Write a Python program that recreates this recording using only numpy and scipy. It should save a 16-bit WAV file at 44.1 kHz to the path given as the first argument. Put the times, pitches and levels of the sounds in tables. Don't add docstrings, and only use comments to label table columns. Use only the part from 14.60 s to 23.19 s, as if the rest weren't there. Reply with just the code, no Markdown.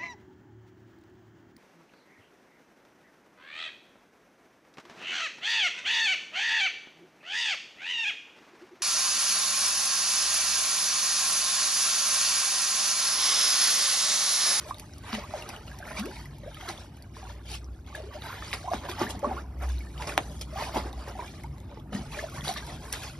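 import sys
import numpy as np
from scipy import signal
from scipy.fft import rfft, irfft, next_fast_len
from scipy.io import wavfile
from scipy.ndimage import uniform_filter1d, map_coordinates

SR = 44100
rng = np.random.default_rng(int(sys.argv[2]) if len(sys.argv) > 2 else 0)


def generate_wav(signal):
    frames = np.transpose(np.atleast_2d(signal))
    scaled = np.clip(frames, -1, 1) * 32767
    pcm = np.round(scaled).astype(np.int16)
    wavfile.write(sys.argv[1], SR, pcm)


N = 378819

# (time of the height [s], churn level [dB], spray level [dB], rise [s], fall [s],
#  tilt towards small bubbles [dB], tilt towards fine spray [dB])
STROKES = [(0.01, -45, -50, 0.063, 0.19, -4.5, -2), (0.09, -51.5, -52, 0.059, 0.076, 14, 13),
           (0.33, -57.5, -57, 0.83, 0.82, -1, 3), (0.492, -43.5, -47.5, 0.12, 0.18, 7.5, -14),
           (0.543, -38, -42.5, 0.071, 0.096, 4.5, -18), (0.764, -44, -48, 0.2, 0.44, -3.5, -1.5),
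           (0.894, -40.5, -49.5, 0.061, 0.18, 1.5, -9), (1.08, -57.5, -56, 0.12, 0.44, 5, 3),
           (1.32, -46, -53.5, 0.23, 0.27, 8, -7), (1.394, -49, -42, 0.061, 0.039, 10, -10),
           (1.465, -56, -53.5, 0.13, 0.59, 8, 0), (2.02, -50, -50.5, 0.25, 0.3, 9, -8),
           (2.09, -38, -38.5, 0.013, 0.08, 2, 1.5), (2.569, -51, -54.5, 0.076, 0.15, -1, 2),
           (2.701, -48.5, -51, 0.11, 0.16, -0.5, -1), (2.199, -58, -56, 0.13, 0.24, -3, 1),
           (2.918, -50, -42, 0.039, 0.06, -15, 3), (2.95, -51, -40, 0.094, 0.044, 5, -1),
           (3.28, -54, -53.5, 0.035, 0.13, 7, -13), (3.357, -49, -51, 0.044, 0.33, -10, -1.5),
           (3.539, -45, -55.5, 0.062, 0.088, 2, -26), (3.655, -47, -50, 0.14, 0.48, 11, -12),
           (3.829, -53, -48, 0.059, 0.71, 1, 1.5), (3.936, -38, -34.5, 0.009, 0.034, 8, -2),
           (4.14, -37, -39, 0.065, 0.11, 0.5, -5), (4.253, -35.5, -53, 0.045, 0.11, -5, -26),
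           (4.295, -37.5, -37, 0.018, 0.086, 10.5, -2), (4.413, -33.5, -41, 0.063, 0.1, 0.5, -8),
           (4.508, -43.5, -44, 0.046, 0.026, -14, 14), (4.5, -49.5, -54, 0.087, 0.2, -21, 3),
           (4.721, -41, -68, 0.097, 0.11, -10, 0), (4.647, -40, -56.5, 0.029, 0.2, -24, 9),
           (4.781, -46, -55.5, 0.63, 0.15, 5, -10), (4.892, -72, -80, 0.11, 0.22, -16, -2),
           (5.029, -37.5, -48, 0.042, 0.089, 1, 3), (5.101, -71, -48.5, 0.086, 0.27, 9, 2),
           (5.25, -58, -63.5, 0.057, 0.9, 9, 17), (5.421, -40, -43, 0.077, 0.081, -1, 0.5),
           (5.474, -37, -38, 0.0066, 0.044, -14, -1), (5.493, -37.5, -42.5, 0.013, 0.17, -4, 3.5),
           (5.579, -30.5, -48, 0.0087, 0.032, -8, -1), (5.73, -60.5, -63, 1, 0.51, 4, 18.5),
           (5.813, -47.5, -38, 0.005, 0.037, -10, 5.5), (5.992, -37.5, -45, 0.081, 0.16, 1, -6.5),
           (6.027, -39, -39.5, 0.13, 0.14, 1, 0.5), (6.09, -41, -58, .06, 0.12, -5, 2),
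           (6.148, -36, -43, 0.0087, .035, 6, -2), (6.169, -30, -38.5, 0.051, 0.073, -2, -6),
           (6.265, -41.5, -53.5, 0.05, 0.15, -12, 0), (6.421, -49.5, -54, 0.33, 0.32, -7, -1),
           (6.485, -44, -54.5, 0.03, 0.1, 0, -3), (6.6, -41.5, -65, 0.11, 0.17, -7, -5),
           (6.675, -51, -49.5, 0.33, 0.31, 3, 1), (7.12, -53, -65.5, 0.11, 0.17, -17, -20),
           (7.174, -54, -70, 0.052, 0.09, -16, -15), (7.33, -40.5, -49.5, 0.009, .04, -1, -11),
           (7.349, -38.5, -41.5, 0.024, 0.13, -4, 3), (7.529, -58.5, -49.5, 0.015, 0.091, 16, -12),
           (7.594, -41.5, -42, 0.13, 0.17, 4.5, 1.5), (7.779, -49, -51.5, 0.14, 0.25, 6.5, 9.5),
           (7.848, -39.5, -35.5, 0.014, .1, 3, 7.5), (7.888, -34.5, -32.5, 0.052, 0.13, 2, 5),
           (7.972, -48, -42.5, 0.053, 0.054, 25, -29), (8.089, -44, -48, .12, 0.19, -7, 3),
           (8.289, -47, -57, 0.17, 0.28, 3.5, 18), (8.326, -50.5, -35, 0.0048, 0.02, 7.5, 7.5),
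           (8.336, -44.5, -35, 0.00725, 0.076, 11, -1), (8.433, -46.5, -43, 0.093, 0.17, 6, 1.5)]
STROKE_DEPTH_DB = 20.5
SETTLE_DB, SETTLE_DB_PER_S = (-19, -23.5), (30, 21.5)
SETTLE_FALL_S = 0.13
LAPPING_DB = (-63.5, -88)


def stirring():
    t = np.arange(0, N / SR, .002)
    s, churn_db, spray_db, rise, fall, small_db, fine_db = np.transpose(STROKES)[:, :, None]
    before, after = np.maximum(s - t, 0), np.maximum(t - s, 0)
    swell = gain_of(-STROKE_DEPTH_DB * (before / rise + after / fall))
    more_water = np.sqrt(fall / SETTLE_FALL_S)
    kinds = zip((churn_db, spray_db), (small_db, fine_db), SETTLE_DB, SETTLE_DB_PER_S, LAPPING_DB)
    controls = []
    for peak_db, tilt_db, settle_db, db_per_s, lap_db in kinds:
        settling = (t > s) * more_water * gain_of(settle_db - db_per_s * after)
        power = gain_of(peak_db) ** 2 * (swell ** 2 + settling ** 2)
        total = power.sum(0) + gain_of(lap_db) ** 2
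        level_db = 10 * np.log10(total)
        mean_tilt_db = (power * tilt_db).sum(0) / total
        controls += [level_db, mean_tilt_db]
    return curves(np.column_stack([t, *controls]))


# (pitch [Hz], relative level [dB])
CHURN_COLOUR = [(200, -31), (300, -3), (450, 0.5), (700, 2.5), (1100, 0), (1500, -4), (2100, -7),
                (2900, -17.5)]


def churn(level_db, small_db, per_s=1300, plops_db=-3.5, slosh_db=-4.5):
    crowd = per_s * gain_of(0.84 * (level_db + 45.0))
    bubbles = cloud(230, 2734, crowd / 2, cycles=50, spread_db=1.1, glide=6.6, scatter=.15, count=100)
    plops = cloud(520, 2600, crowd / 11, cycles=48, spread_db=1.4, glide=7, scatter=.3, count=60)
    slosh = sheet(patch_db=8, patch_s=.026, patch_hz=140)
    ringing = coloured(bubbles + gain_of(plops_db) * plops, CHURN_COLOUR)
    mix = ringing + gain_of(slosh_db) * coloured(slosh, CHURN_COLOUR)
    return gain_of(level_db) * tilted(evened(mix), small_db, hinge_hz=930)


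# (pitch [Hz], relative level [dB])
SPRAY_COLOUR = [(500, -23), (1400, -6), (2100, -1), (3200, 1), (5500, -2.5), (8000, -5), (10500, -8),
                (13000, -19)]
CHIME_DB, MIST_DB = -2.5, 0
RIPPLE_DB, RIPPLE_S, RIPPLE_HZ = 2.6, .16, 110


def spray(level_db, fine_db, per_s=2400, patter_db=-8):
    crowd = per_s * gain_of(0.37 * (level_db + 52.5))
    fizz = cloud(1977, 12600, crowd / 1.4, cycles=35, spread_db=1.0, glide=2.2, scatter=.4, count=90)
    chime = cloud(1500, 6800, crowd / 6, cycles=110, spread_db=1.1, glide=2, scatter=.6, count=90)
    patter = evened(impacts(crowd * 0.09, spread_db=1.8) * rng.choice([-1, 1], N))
    shared, apart = (sheet(patch_db=6.5, patch_s=0.022, patch_hz=240) for _ in range(2))
    wide = shared + apart * np.array([[.7], [-.7]])
    mist = wide * crackle(crowd / 8, burst_s=.004, spread_db=1.6, steady=.48)
    mix = fizz + gain_of(CHIME_DB) * chime + gain_of(patter_db) * patter + gain_of(MIST_DB) * mist
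    rippled = patchy(mix, RIPPLE_DB, RIPPLE_S, RIPPLE_HZ, size=1024)
    return gain_of(level_db) * tilted(coloured(rippled, SPRAY_COLOUR), fine_db, hinge_hz=5970)


# (time [s], peak level [dB], starting pitch [Hz], time to fall 60 dB [s], glide [octaves per s])
BIG_BUBBLES = [(0.109, -22, 1025, 0.018, 23), (0.115, -39, 1180, 0.11, 0.5),
               (0.527, -28.5, 238.5, 0.14, -4.5), (0.549, -28, 1950, 0.01, 6),
               (0.583, -30.5, 560, 0.016, 12), (0.635, -39, 1030, 0.11, 11.5), (0.737, -28, 795, 0.026, -2),
               (0.738, -29, 676, 0.1, -14.5), (0.939, -40, 1421, 0.041, 3), (1.114, -41.5, 1627, .06, 2),
               (1.201, -38, 654, 0.056, 15), (1.329, -39, 1850, 0.044, 0), (1.226, -35, 1520, 0.043, 7),
               (1.371, -28.5, 2296, 0.024, 5), (1.435, -38.5, 1560, 0.037, 4),
               (1.437, -40, 1136, 0.077, -3.5), (1.487, -38, 360, 0.1, 3), (1.833, -39.5, 565, 0.068, -2),
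               (1.967, -44, 1280, 0.079, -3), (2.012, -38, 2010, 0.014, 6), (2.025, -37, 710, 0.044, 9),
               (2.052, -42, 732, 0.06, -8), (2.076, -36, 1355, 0.094, -3), (2.083, -37.5, 377, 0.1, -7),
               (2.095, -33, 742, 0.072, 9), (2.567, -40, 1040, 0.02, 1), (2.628, -40, 777, 0.086, -2.5),
               (2.667, -44, 1010, 0.04, -4), (2.693, -47, 1750, .025, 6), (2.699, -40, 940, .03, 4),
               (3.326, -42, 1156, .04, 1), (3.349, -29, 1690, 0.037, 0), (3.376, -38, 663, 0.12, -7.5),
               (3.401, -31.5, 565, 0.022, 10), (3.432, -39, 393, 0.14, -3.5), (3.463, -40, 395, 0.078, 4.5),
               (3.508, -45, 1150, 0.12, -1), (3.545, -38, 600, 0.03, 1), (3.641, -38.5, 920, 0.092, -3),
               (3.654, -37, 1520, 0.038, 4), (3.725, -41, 1700, .03, -5), (3.823, -32.5, 1237, 0.017, 4),
               (3.824, -36.5, 1750, 0.034, 5), (4.042, -34, 653, 0.14, 15), (4.075, -29, 743, 0.051, -5),
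               (4.081, -26.5, 943, 0.074, 11.5), (4.114, -21, 680, 0.083, 2), (4.142, -29, 246, 0.031, 0),
               (4.286, -31, 1010, .04, -2), (4.292, -34.5, 348, 0.11, 3), (4.328, -38, 1165, .06, 1.5),
               (4.381, -38, 1860, .035, 5.5), (4.412, -21.5, 350, 0.034, -0.5),
               (4.418, -30.5, 1148, 0.15, 1), (4.426, -35, 360, 0.15, 5.5), (4.466, -31.5, 1630, 0.058, 23),
               (4.549, -34, 734, 0.026, 6), (4.628, -25.5, 544, 0.093, 5), (4.634, -27.5, 816, 0.086, 1.5),
               (4.644, -21, 1060, 0.063, 7.5), (4.661, -38, 444, 0.22, -11),
               (4.666, -28.5, 264, 0.09, -7.5), (4.71, -23.5, 814, 0.064, -8), (4.695, -46, 1460, .04, 14),
               (4.767, -33, 1060, 0.073, 8.5), (4.778, -32.5, 1280, 0.058, 18.5),
               (5.098, -41, 1636, 0.025, 1), (5.206, -42.5, 2250, 0.061, -1), (5.269, -45, 1790, 0.036, 1),
               (5.398, -33, 900, .02, 11), (5.405, -33, 880, 0.05, 23), (5.496, -34, 1787, .018, 4),
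               (5.521, -31, 1470, 0.015, 4), (5.958, -29, 720, 0.041, 13), (5.972, -32, 1140, 0.05, 9),
               (5.995, -35, 1030, 0.065, 1.5), (5.985, -29, 761, 0.065, 11), (6.008, -31, 930, 0.1, -2),
               (6.033, -35.5, 2560, .07, -3), (6.022, -23, 660, 0.018, 4), (6.149, -34, 685, 0.11, -6),
               (6.156, -27, 293, 0.077, -18.5), (6.158, -24, 920, 0.068, -6.5),
               (6.172, -26.5, 398, 0.014, -17), (6.07, -34, 760, 0.044, 12), (6.255, -32, 303, 0.027, 15),
               (6.33, -42, 780, 0.059, 1), (6.475, -36.5, 496, 0.058, 16), (6.477, -36, 880, 0.026, 8),
               (6.472, -42.5, 1820, 0.04, 7), (6.552, -35.5, 776, 0.056, -3.5),
               (6.591, -29.5, 1000, 0.079, -5.5), (6.6, -45, 2290, 0.041, 6), (6.622, -36, 980, .05, 11),
               (6.643, -42, 1630, 0.027, 1), (6.679, -42, 2340, .04, 3), (6.842, -36.5, 856, 0.071, 9.5),
               (7.105, -49, 595, 0.06, 0), (7.172, -42, 890, .06, -5), (7.322, -37.5, 560, 0.03, 15),
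               (7.342, -34, 205, 0.16, -1), (7.348, -34, 274, 0.098, -13.5), (7.361, -36.5, 1860, 0.049, 2),
               (7.545, -35, 2360, 0.037, 1), (7.569, -36.5, 574, 0.13, 4.5), (7.589, -27.5, 1733, 0.038, 0),
               (7.686, -41, 1370, 0.028, 6), (7.72, -38.5, 1130, .035, -1.5), (7.818, -37, 1920, .025, 0),
               (7.594, -33, 2070, .03, 9), (7.626, -34, 577, 0.032, 7), (7.637, -26, 643, 0.069, 2),
               (7.779, -38, 1100, 0.024, 1), (7.783, -39, 1760, 0.034, 4), (7.85, -38, 1485, .025, 4),
               (7.8895, -24.5, 700, 0.06, 9), (7.909, -26.5, 700, 0.023, 5), (7.961, -36, 1780, 0.044, -1),
               (7.96, -34, 1100, 0.036, 15), (8.027, -39.5, 1550, 0.049, 6), (8.073, -46, 890, 0.036, 3),
               (8.097, -40.5, 1940, .03, -1), (8.1, -45, 725, 0.04, 10), (8.335, -32, 1540, 0.025, 23)]


def glugs():
    out = np.zeros(N)
    for s, db, hz, t60, glide in BIG_BUBBLES:
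        add(out, s, gain_of(db) * bubble(hz, t60, glide))
    return out


# (time [s], peak level of the air ring [dB], settled pitch of the trapped air [Hz],
#  starting pitch [multiples of the settled pitch], crack level at its start [dB])
PAW_SLAPS = [(0.530, -22, 1050, 3, -34), (2.0839, -33, 1350, 2, -33), (3.930, -15, 1760, 2.5, -28),
             (4.1352, -14.5, 700, 2.2, -40), (4.4148, -19, 750, 1.8, -36), (5.4235, -27.5, 2030, 1.5, -42),
             (5.492, -31, 1300, 2, -31), (5.539, -34, 1440, 2, -34), (5.5779, -7, 727, 7.5, -14.5),
             (6.1618, -31, 479, 2, -40), (6.1678, -18, 560, 2, -38), (7.35, -30, 1806, 1.5, -54),
             (7.8755, -24, 686, 2, -38), (7.8807, -41, 1000, 3, -30)]
OPENING_S = .00024


def slaps(cycles=7.5, crack_s=0.00057, crack_hz=3500):
    out, t = np.zeros(N), np.arange(1000) / SR
    band = signal.butter(1, [crack_hz / 2, min(crack_hz * 2, SR / 3)], "bandpass", fs=SR)
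    for s, db, hz, first, crack_db in PAW_SLAPS:
        crack = evened(signal.lfilter(*band, rng.standard_normal(len(t)))) * np.exp(-t / crack_s)
        pitch = hz * (1 + (first - 1) * np.exp(-t / OPENING_S))
        turns = np.cumsum(pitch) / SR
        swing = (1 - np.exp(-2 * turns)) * gain_of(-60 * t * hz / cycles)
        ring = swing / swing.max() * np.sin(2 * np.pi * turns)
        add(out, s, gain_of(crack_db) * crack + gain_of(db) * ring)
    return out


# (start [s], length [s],
#  level before swell, sag and gurgle [dB], first pitch [Hz], last pitch [Hz], gurgle [0-1])
HOLLOWS = [(0.054, 0.077, -44.5, 594, 1300, 0.73), (1.388, 0.1, -32, 199, 657, 0),
           (1.86, 0.034, -35.5, 537, 743, 0.9), (3.48, 0.03, -44, 490, 880, 1),
           (3.541, 0.0546, -43, 589, 1000, 1), (5.926, 0.07, -38, 593, 960, 0.84)]
GURGLE_DB, GURGLE_SHARE = 2.8, .045


def gloops(bend=2.1, sag_db=-4, ends=0.26):
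    out, flutter, tremble = np.zeros(N), drift(250, size=100), drift(150, size=150)
    for s, length, db, first_hz, last_hz, gurgle in HOLLOWS:
        u = np.linspace(0, 1, int(length * SR))
        now = int(s * SR) + np.arange(len(u))
        climb = first_hz * (last_hz / first_hz) ** (u ** bend)
        hz = climb * (1 + gurgle * GURGLE_SHARE * tremble[now])
        swell = (4 * u * (1 - u)) ** abs(ends)
        level = gain_of(db + sag_db * u + gurgle * GURGLE_DB * flutter[now])
        add(out, s, level * swell * np.sin(2 * np.pi * np.cumsum(hz) / SR))
    return out


# (time [s], level before the ring and splat trims [dB], starting pitch [Hz], splat against that level [dB])
BIG_DROPS = [(0.1, -41, 3570, -10), (0.144, -35, 3740, -11), (0.1838, -41, 4750, -3),
             (0.197, -42.5, 2480, 10), (0.336, -39, 5530, -22), (0.382, -47, 4450, 6),
             (0.53, -26, 4870, -21), (0.55, -28, 3000, -10), (0.823, -31, 2740, -8),
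             (0.8906, -30.5, 5670, 0), (0.902, -35, 2520, -19), (0.963, -33.5, 2940, -14),
             (1.0794, -39, 2860, -19), (1.188, -38, 5660, -1.5), (1.397, -31, 2630, -2.5),
             (1.457, -39.5, 2700, 3), (1.567, -38, 2150, -20), (1.656, -38, 1940, -7),
             (1.784, -56.5, 5370, 9.5), (1.945, -36.5, 3100, -7), (2.01, -35, 3200, -15),
             (2.089, -25.5, 4130, -19), (2.177, -36.5, 3460, -16), (2.369, -57, 6000, 9),
             (2.424, -42.5, 4670, -3), (2.856, -48, 3280, -10), (2.941, -32, 2993, -21),
             (3.044, -40, 5700, -18), (3.264, -46, 3320, -12), (3.353, -39, 3600, 1.5),
             (3.621, -31.5, 3720, -35), (3.915, -34.5, 2433, -5), (4.298, -31.5, 5290, -14),
             (4.315, -29.5, 3380, -7), (4.394, -29, 5370, -16), (4.5, -39, 2710, -10),
             (4.593, -49, 5000, 8.5), (5.091, -37, 6230, -6), (5.183, -38, 4020, -22),
             (5.1904, -45, 11300, -1), (5.378, -35.5, 3000, -14), (5.424, -38, 2900, -16),
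             (5.47, -36, 5330, -7), (5.494, -27.5, 2450, -14), (5.794, -43, 5100, -4.5),
             (5.812, -27.5, 5500, -9.5), (5.82, -33, 5250, -10), (6.1533, -41, 2100, -5),
             (6.329, -39, 3720, -4), (6.484, -51, 3980, 6), (6.836, -39, 2120, -3.5),
             (6.982, -50, 3974, -3), (7.002, -50, 3523, 1), (7.199, -46, 3350, -8),
             (7.5183, -37.5, 2600, -12), (7.698, -47, 5070, 7), (7.809, -31.5, 3325, -15),
             (7.8395, -42, 2435, -2), (7.8802, -20.5, 3830, -9), (7.889, -26, 4478, -12),
             (7.926, -32, 5835, -9), (7.939, -38, 5500, 7.5), (7.974, -33, 5130, -5), (8.067, -41, 5550, 2),
             (8.327, -22.5, 5530, 0.5), (8.435, -33, 2530, -4)]


def drops(cycles=35, tick_s=0.0048, ring_db=-1, snap_s=0.00035, snap_db=1, splat_trim_db=-4, splat_low_hz=2200):
    out, t = np.zeros(N), np.arange(1000) / SR
    impact = gain_of(splat_trim_db) * np.exp(-t / tick_s) + gain_of(snap_db) * np.exp(-t / snap_s)
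    thin = signal.butter(1, min(splat_low_hz, SR / 3), "highpass", fs=SR)
    for s, db, hz, splat_db in BIG_DROPS:
        splat = signal.lfilter(*thin, rng.standard_normal(len(t)) * impact)
        add(out, s, gain_of(db + splat_db) * splat)
        add(out, s, gain_of(db + ring_db) * bubble(hz, cycles / hz, 4.3))
    return out


# (time of the height [s], level [dB], time from the height to 1/e [s])
DEEP_STEPS = [(4.433, -35, 0.022), (4.558, -42, 0.029), (7.364, -37.5, 0.054), (7.865, -49, 0.11),
              (8.017, -62, 0.025), (8.236, -66, 0.028)]


def plunge(level_db, push_db=-52.5, follow=2):
    rush = coloured(rng.standard_normal(N), [(40, -53), (110, -35), (230, 8.0), (350, 11.5), (600, -35), (2000, -68)])
    heave_colour = [(50, -23), (110, 1.5), (170, 2.0), (260, 1), (380, -10.0), (800, -51), (2000, -70)]
    heave = coloured(rng.standard_normal(N), heave_colour)
    t = np.arange(N) / SR
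    steps = sum(gain_of(db) * np.exp(-((t - s) / half) ** 2) for s, db, half in DEEP_STEPS)
    rush_level = gain_of(push_db + follow * (level_db + 38.0))
    return rush_level * rush + steps * heave


# (delay [s], gain [factor, minus turns the wave over])
NEAR_ECHOES = [(0.0031, -0.0058), (0.0052, -0.086), (0.009, 0.013), (0.0184, 0.0045)]
# (pitch [Hz], time to fall 60 dB [s])
YARD_RING = [(200, 0.24), (1000, 0.068), (4000, 0.082), (12000, 0.033)]
BASS_HZ = 650


def yard(x, wet_db=-13, dull_hz=3000):
    near, dull = x.copy(), signal.lfilter(*signal.butter(1, dull_hz, fs=SR), x)
    for delay, gain in NEAR_ECHOES:
        lag = max(round(delay * SR), 1)
        near[:, lag:] += gain * dull[:, :-lag]
    taps = rng.choice([-1., 1.], (2, 16384)) * (rng.random((2, 16384)) < .06)
    hz, t, z = signal.stft(taps, SR, nperseg=256)
    decay = gain_of(-60 * t / read(YARD_RING, hz)[:, None]) * np.minimum(t / .006, 1)
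    z[1, hz < BASS_HZ] = z[0, hz < BASS_HZ]
    tail = signal.istft(z * decay, SR, nperseg=256)[1]
    tail = tail / np.linalg.norm(tail[0])
    return near + gain_of(wet_db) * signal.fftconvolve(x, tail, axes=1)[:, :N]


# (pitch [Hz], relative level [dB])
RUMBLE_COLOUR = [(15, -52), (30, -54), (48, 4), (75, 3), (130, -7.5), (240, -8), (350, -10.5), (470, -22.5),
                 (800, -22.5), (2000, -49.5), (3200, -56), (5500, -65.5), (13000, -55.5)]
# (pitch [Hz], relative level [dB])
DRONE_COLOUR = [(50, 1.5), (90, -19), (140, 13), (175, -5.5), (230, -1.5), (330, -32), (800, -77)]
# (time [s], rumble level [dB], drone level before its lumps [dB])
STREET_LEVELS = [(0, -48.5, -60), (1.2, -46.5, -55.5), (2.4, -48, -54.5), (3.15, -47.5, -63), (3.5, -48, -56.5),
                 (4.5, -44, -58), (5.5, -44.5, -48.5), (6.5, -44, -52.5), (7.3, -45, -52), (7.9, -45, -43.5),
                 (8.6, -45.5, -54)]
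# (time [s], firing rate [Hz], level [dB])
FAR_ENGINE = [(0, 65, -81), (0.9, 63.8, -51.5), (1.75, 54.8, -47.5), (2.45, 59.2, -65), (2.75, 59.5, -39.5),
              (3.1, 61.8, -42.5), (3.3, 65.34, -47), (4.2, 69.46, -54), (4.95, 64.43, -37),
              (5.1, 63.8, -28), (5.35, 60.2, -40.5), (5.8, 61.96, -45), (6.5, 61.54, -41.5),
              (7.0, 62.8, -49.5), (8.6, 61.5, -50.5)]
# (pitch [Hz], level [dB])
MACHINE_HUM = [(61.5, -76), (97.3, -53.5), (119, -60)]


def street(waver=0.31, lumps_db=3):
    apart = signal.lfilter(*signal.butter(2, 2000, "highpass", fs=SR), rng.standard_normal((2, N)))
    rumble = coloured(rng.standard_normal(N) + 3.5 * apart, RUMBLE_COLOUR)
    rumble_db, drone_db = curves(STREET_LEVELS)
    drone = coloured(rng.standard_normal(N), DRONE_COLOUR) * gain_of(lumps_db * drift(12))
    traffic = gain_of(rumble_db) * rumble + gain_of(drone_db) * drone
    hz, db = curves(FAR_ENGINE)
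    throb = np.sin(2 * np.pi * np.cumsum(hz) / SR) * (1 + waver * drift(10))
    engine = gain_of(db) * evened(throb)
    t = np.arange(N) / SR
    hum = np.zeros(N)
    for f, hum_db in MACHINE_HUM:
        tone = np.sin(2 * np.pi * f * t + 0.54 * drift(3))
        hum += gain_of(hum_db) * evened(tone * (1 + waver * drift(2.99)))
    return traffic + engine + hum


def bubble(hz, t60, glide):
    t = np.arange(int(max(t60, .002) * SR) + 64) / SR
    swing = (1 - np.exp(-t * hz)) ** 2 * gain_of(-60 * t / t60)
    pitch = hz * 2 ** (glide * t)
    return swing / swing.max() * np.sin(2 * np.pi * np.cumsum(pitch) / SR)


def cloud(low_hz, high_hz, per_s, cycles, spread_db, glide, scatter, count):
    births, kind, out = impacts(per_s, spread_db), rng.integers(0, count, N), np.zeros((2, N + SR))
    born = np.flatnonzero(births)
    lean = scatter * rng.uniform(-1.1, 1, N)[born, None] * [1, -1]
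    sizes = births[born, None] * (1 + lean)
    rings = []
    for hz in np.geomspace(low_hz, high_hz, count):
        pitch = hz * rng.uniform(.98, 1.02)
        t60 = cycles * rng.uniform(.5, 1.5) / hz
        ring = bubble(pitch, t60, glide * rng.uniform(-.4, 1.4))
        rings.append(ring * np.sqrt(hz) / np.linalg.norm(ring))
    for at, size in zip(born, sizes):
        ring = rings[kind[at]]
        out[:, at:at + len(ring)] += size[:, None] * ring
    return evened(out[:, :N])


def impacts(per_s, spread_db):
    size = gain_of(spread_db * np.minimum(rng.exponential(1, N), 4))
    return (rng.random(N) < per_s / SR) * size / np.sqrt(per_s)


def crackle(per_s, burst_s, spread_db, steady):
    hits = impacts(per_s, spread_db) ** 2
    power = signal.lfilter([1], [1, -np.exp(-1 / (burst_s * SR))], hits)
    return np.sqrt(steady + (1 - steady) * power / power.mean())


def sheet(patch_db, patch_s, patch_hz):
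    return patchy(rng.standard_normal(N), patch_db, patch_s, patch_hz)


PATCH_LIMIT = 1.9


def patchy(x, patch_db, patch_s, patch_hz, size=512):
    frames = dict(nperseg=size, noverlap=size - size // 4)
    hz, t, z = signal.stft(x, SR, **frames)
    cells = rng.standard_normal((256, 2048))
    where = np.meshgrid(hz / patch_hz, t / patch_s, indexing="ij")
    smooth = evened(map_coordinates(cells, where, order=1, mode="wrap"))
    patches = np.minimum(smooth, PATCH_LIMIT)
    return evened(signal.istft(z * gain_of(patch_db * patches), SR, **frames)[1][..., :N])


def tilted(x, tilt_db, hinge_hz):
    low = signal.sosfiltfilt(signal.butter(1, min(hinge_hz, SR / 3), fs=SR, output="sos"), x)
    return low * gain_of(-tilt_db / 2) + (x - low) * gain_of(tilt_db)


def coloured(x, spectrum):
    size = next_fast_len(N)
    gain = gain_of(read(spectrum, np.fft.rfftfreq(size, 1 / SR)))
    return evened(irfft(rfft(x, size) * gain, size)[..., :N])


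def drift(per_s, size=2500):
    knots = rng.standard_normal(4096)
    path = np.interp(np.arange(N) / SR * per_s, np.arange(len(knots)), knots)
    return evened(uniform_filter1d(path, size=size))


def gain_of(db):
    return 10 ** (np.asarray(db) / 20)


def evened(x):
    return x / np.sqrt(np.mean(x ** 2) + 1e-20)


def read(points, hz):
    f, value = np.transpose(points)
    return np.interp(np.log(hz + 1), np.log(f + 1), value)


def curves(rows):
    s, *columns = np.transpose(rows)
    return [np.interp(np.arange(N) / SR, s, c) for c in columns]


def add(mix, s, sound):
    part = mix[max(round(s * SR), 0):][:len(sound)]
    part += sound[:len(part)]


CLUMP_DB = (2, 2)


def scene():
    churn_db, small_db, spray_db, fine_db = stirring()
    clumps = drift(30)
    churn_db, spray_db = churn_db + CLUMP_DB[0] * clumps, spray_db + CLUMP_DB[1] * clumps
    stirred = churn(churn_db, small_db) + plunge(churn_db) + spray(spray_db, fine_db)
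    water = stirred + glugs() + gloops() + slaps() + drops()
    return yard(water) + street()


# (pitch [Hz], phase by which left leads [radians])
PORT_PHASE = [(0, 0), (130, 0), (500, -.55), (1200, -.45), (1500, 0), (2200, .1), (3000, 1.5), (4300, .8),
              (5500, .1), (7000, 3.1), (8800, 3.2), (10000, 6.2), (12100, 6.4), (13000, 9.2)]
# (pitch [Hz], left minus right [dB])
PORT_BALANCE = [(0, 0), (100, 0), (330, 1.9), (700, -.8), (1200, -3.2), (1800, 0), (2700, -2.5),
                (3900, 2.3), (5000, 0)]
LOW_CUT_HZ, EDGE_HZ = 36, 13150


def record(dry):
    size = next_fast_len(N + 4096)
    hz = np.fft.rfftfreq(size, 1 / SR)
    port = gain_of(read(PORT_BALANCE, hz) / 2) * np.exp(1j * read(PORT_PHASE, hz) / 2)
    low_cut = hz ** 4 / np.sqrt(hz ** 8 + LOW_CUT_HZ ** 8)
    heard = irfft(rfft(dry, size) * low_cut * np.array([port, 1 / port]), size)[:, :N]
    high_cut = signal.firwin(255, EDGE_HZ, window=("kaiser", 8), fs=SR)
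    return signal.oaconvolve(heard, high_cut[None], "same")


dry = scene()
out = record(dry)
generate_wav(out)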